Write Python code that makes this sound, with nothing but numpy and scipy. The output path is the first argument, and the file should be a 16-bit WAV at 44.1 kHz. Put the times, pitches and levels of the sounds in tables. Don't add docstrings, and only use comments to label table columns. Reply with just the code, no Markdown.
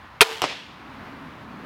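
import sys
import numpy as np
from scipy import signal
from scipy.io import wavfile
from scipy.ndimage import uniform_filter1d, map_coordinates

SR = 44100
rng = np.random.default_rng(int(sys.argv[2]) if len(sys.argv) > 2 else 0)


def magnitude_from_level(level_db):
    exponent = np.asarray(level_db, float) / 20
    return 10 ** exponent


def wav_record(signal):
    frames = np.transpose(np.atleast_2d(signal))
    bounded = np.clip(frames, -1, 1)
    quanta = np.round(bounded * 32767).astype(np.int16)
    wavfile.write(sys.argv[1], SR, quanta)


N = 72765


def unit(x):
    return x / np.sqrt(np.mean(x ** 2) + 1e-20)


def along(points, hz):
    point_hz, value = np.transpose(points)
    return np.interp(np.log(hz + 1), np.log(point_hz + 1), value)


def curve(rows):
    return np.interp(np.arange(N) / SR, *np.transpose(rows))


def wobble(rate_hz):
    knots = rng.standard_normal(int(N * rate_hz / SR) + 4)
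    return map_coordinates(knots, [np.arange(N) * rate_hz / SR])


def since(start_s):
    return np.maximum(np.arange(N) / SR - start_s, 0)


def rush(spectrum, patchy_db):
    hz, _, bins = signal.stft(rng.standard_normal(N + 2048), SR, nperseg=2048)
    patches = uniform_filter1d(rng.standard_normal(bins.shape), 16, 0)
    patches = unit(uniform_filter1d(patches, 3, 1))
    gain_db = along(spectrum, hz)[:, None] + patchy_db * patches
    return unit(signal.istft(bins * magnitude_from_level(gain_db), nperseg=2048)[1][:N])


def ring(start_s, modes, rise_s, scatter_db=0):
    t = since(start_s)
    out = np.zeros(N)
    for pitch_hz, level_db, t60_s in modes:
        decay_db = level_db + scatter_db * rng.normal() - 60 * t / t60_s
        out += magnitude_from_level(decay_db) * np.sin(2 * np.pi * pitch_hz * t)
    return (1 - np.exp(-t / rise_s)) * out


def knock(peak_s, modes, swell_s, fade_s):
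    t = np.arange(N) / SR - peak_s
    shape = np.exp(-(t / np.where(t < 0, swell_s, fade_s)) ** 2)
    return shape * sum(magnitude_from_level(level_db) * np.cos(2 * np.pi * pitch_hz * t) for pitch_hz, level_db in modes)


BLOW_RISE_S = 0.00023
# start_s, level_db, crack_db
BLOWS = [
    (0.208, 1.5, -15.5),
    (0.2139, 1, -5),
    (0.2183, -5.5, -21.5),
    (0.2212, -5.5, -27.5),
    (0.2297, -9, -26),
]
# pitch_hz, level_db, t60_s
RAIL_MODES = [(2620, 7, 0.0099), (3220, -2, 0.02), (2350, -5.5, 0.012), (1238, -7.5, .03), (126, -25, .08)]


def latch():
    start_s, level_db, _ = BLOWS[0]
    return magnitude_from_level(level_db) * ring(start_s, RAIL_MODES, BLOW_RISE_S)


# pitch_hz, level_db, t60_s
STRING_MODES = [(447, -16, .36), (424, -33, .4), (689, -16, .09), (870, -31, .3), (1475, -28, .25)]


def string_hum():
    return magnitude_from_level(0.9 * wobble(52)) * ring(0.214, STRING_MODES, rise_s=0.0074)


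# pitch_hz, level_db, t60_s
FRAME_MODES = [(432.3, -7, .09), (958, -5.5, 0.042), (1219, -8.5, 0.032), (1408, -10.5, .045),
               (1908, -3.5, 0.035), (2267, -10, 0.032), (2458.5, -1.5, 0.056), (3248, -5, .035),
               (3800, -12, .03)]


def frame():
    frame_db = -8.5
    out = np.zeros(N)
    for start_s, level_db, _ in BLOWS[1:]:
        out += magnitude_from_level(level_db + frame_db) * ring(start_s, FRAME_MODES, BLOW_RISE_S, scatter_db=5.5)
    return out


# freq_hz, density_db_per_hz
CRACK_SPECTRUM = [(1000, -30), (3000, -10), (6000, -3), (10500, 4.5), (14000, -3), (16500, -8),
                  (20000, -31.5)]


def cracks():
    t60_s = 0.012
    out = np.zeros(N)
    for start_s, _, crack_db in BLOWS:
        t = since(start_s)
        envelope = magnitude_from_level(crack_db - 60 * t / t60_s) * (1 - np.exp(-t / BLOW_RISE_S))
        out += envelope * rush(CRACK_SPECTRUM, patchy_db=-0.5)
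    return out


# freq_hz, density_db_per_hz
RATTLE_SPECTRUM = [(40, -48), (140, -13.5), (300, -19), (1000, -1), (2500, -0.5), (4000, -1), (6500, -11),
                   (16000, -24.5)]


def rattle():
    level_db, rise_s, hold_s, t60_s = -9, 0.00068, 0.0092, 0.15
    t = since(BLOWS[0][0])
    fade_db = -60 * np.maximum(t - hold_s, 0) / t60_s
    shake = (1 - np.exp(-t / rise_s)) * magnitude_from_level(level_db + fade_db)
    return shake * rush(RATTLE_SPECTRUM, patchy_db=1.5)


def crossbow():
    return latch() + string_hum() + frame() + cracks() + rattle()


HIT_S, THUD_S = 0.41932, 0.4415
# pitch_hz, level_db
FACE_MODES = [(1000, 0), (2950, -1), (5700, -10), (7400, -22), (8700, -21), (10300, -21), (12000, -17),
              (13800, -25)]
# pitch_hz, level_db
CORE_MODES = [(950, 0), (2800, -16), (5500, -24), (7800, -20)]
# pitch_hz, level_db, t60_s
BLOCK_MODES = [(910, -9, 0.025), (556, 1, 0.052), (264, -4.5, 0.067), (126, -9, 0.077)]
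LATE_S = [.4265, .4308, .4455, .4492, .528]
LATE_DB = [-17, -15, -12, -17, -22]


def target():
    face_db, thud_db, block_db, block_rise_s = -10.5, -5, -22.5, 0.0012
    face = knock(HIT_S, FACE_MODES, swell_s=0.00006, fade_s=0.0011)
    thuds = np.zeros(N)
    for start_s, level_db in zip([THUD_S] + LATE_S, [0] + LATE_DB):
        thuds += magnitude_from_level(level_db) * knock(start_s, CORE_MODES, swell_s=0.0008, fade_s=0.0003)
    block = ring(THUD_S, BLOCK_MODES, block_rise_s)
    block += magnitude_from_level(-5.5) * ring(HIT_S, BLOCK_MODES, block_rise_s, scatter_db=7.5)
    return magnitude_from_level(face_db) * face - magnitude_from_level(thud_db) * thuds + magnitude_from_level(block_db) * block


# freq_hz, t60_s
TREE_DECAY = [(300, 0.15), (1000, .2), (3000, 0.37), (6000, 0.26), (12000, .25)]


def trees(start_s, colour, level_db, rise_s, hold_s, far_db):
    far_slower = 3.25
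    noise = rush(colour, patchy_db=0.8) * magnitude_from_level(1.5 * wobble(400))
    hz, t, bins = signal.stft(noise, SR, nperseg=256)
    fading_s = np.maximum(t - start_s - rise_s - hold_s, 0)
    fade_db = -60 * fading_s / along(TREE_DECAY, hz)[:, None]
    fade = magnitude_from_level(fade_db) + magnitude_from_level(far_db + fade_db / far_slower)
    rise = np.clip(since(start_s) / rise_s, 0, 1)
    return magnitude_from_level(level_db) * rise * signal.istft(bins * fade, nperseg=256)[1][:N]


# freq_hz, density_db_per_hz
SHOT_COLOUR = [(120, -69.5), (200, -39.5), (401, 1), (548, -8), (851, 1.5), (1450, -8.5), (3560, -11.5),
               (16000, -34.5)]
# freq_hz, density_db_per_hz
HIT_COLOUR = [(40, -52), (100, -16), (300, 2), (550, 5.5), (1200, -3.5), (2900, 0), (5300, -8.5),
              (16000, -43.5)]


def woods():
    shot = trees(0.21, SHOT_COLOUR, level_db=-22.5, rise_s=0.011, hold_s=0.021, far_db=-6)
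    hit = trees(0.4203, HIT_COLOUR, level_db=-27, rise_s=0.0012, hold_s=0.017, far_db=-9.5)
    thud = trees(THUD_S, HIT_COLOUR, level_db=-27.5, rise_s=0.00101, hold_s=0.0061, far_db=-11.5)
    return shot + hit + thud


# time_s, level_db
ROAD_LEVEL = [(0, -47), (.6, -49.5), (.95, -44.5), (1.3, -46), (1.65, -43.5)]
# freq_hz, density_db_per_hz
TYRE_SPECTRUM = [(20, -24), (60, -3.5), (140, -5), (400, -16), (1050, -5), (1900, -11.5), (4000, -24),
                 (8000, -43), (16000, -45)]


def road():
    level_db = curve(ROAD_LEVEL) + 2 + 0.74 * wobble(3.84) + 0.58 * wobble(25.27)
    return magnitude_from_level(level_db) * rush(TYRE_SPECTRUM, patchy_db=0.5)


# time_s, level_db
DRONE_LEVEL = [(0, -65), (.6, -54), (1.0, -46), (1.2, -45.5), (1.36, -45.5), (1.58, -43), (1.65, -40)]
# freq_hz, density_db_per_hz
DRONE_SPECTRUM = [(50, -30), (110, -11.5), (250, 0.5), (330, -7.5), (420, -12), (750, -17.5), (1400, -18),
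                  (3000, -52.5)]
# time_s, pitch_hz
EXHAUST_PITCH = [(0, 290), (.9, 272), (1.15, 268), (1.3, 250), (1.65, 228)]


def engine():
    exhaust_db = -5
    level_db = curve(DRONE_LEVEL)
    drone = magnitude_from_level(level_db + 1.3 * wobble(25.1)) * rush(DRONE_SPECTRUM, patchy_db=0.3)
    pitch_hz = curve(EXHAUST_PITCH) + 12 * wobble(30)
    note = np.sin(2 * np.pi * np.cumsum(pitch_hz) / SR)
    return drone + magnitude_from_level(level_db + exhaust_db + 4.8 * wobble(22.4)) * note


def microphone_hiss():
    return magnitude_from_level(-79) * rng.standard_normal(N)


def scene():
    answers = woods()
    return (crossbow() + target() + answers + road() + engine() + microphone_hiss())[None]


def duck(x):
    from_db, share, back_db_per_s, lag_s = -23, 0.75, 170, 0.028
    t = np.arange(N) / SR
    level_db = 10 * np.log10(np.abs(uniform_filter1d(x[0] ** 2, 441)) + 1e-12)
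    need_db = share * np.maximum(level_db - from_db, 0)
    climb_db = back_db_per_s * t
    held_db = np.maximum.accumulate(need_db + climb_db) - climb_db
    cut_db = uniform_filter1d(np.interp(t - lag_s, t, held_db), 661)
    return x * magnitude_from_level(-cut_db)


def clip(x):
    top, hardness = 1.03, 6
    return x / (1 + np.abs(x / top) ** hardness) ** (1 / hardness)


def roll_off(x):
    return signal.sosfilt(signal.butter(12, 16410, fs=SR, output="sos"), x)


def record(dry):
    x = clip(duck(dry))
    band_hz = (42, 18000)
    x = signal.sosfilt(signal.butter(2, band_hz, "bandpass", fs=SR, output="sos"), x)
    return roll_off(x)


dry = scene()
out = record(dry)
wav_record(out)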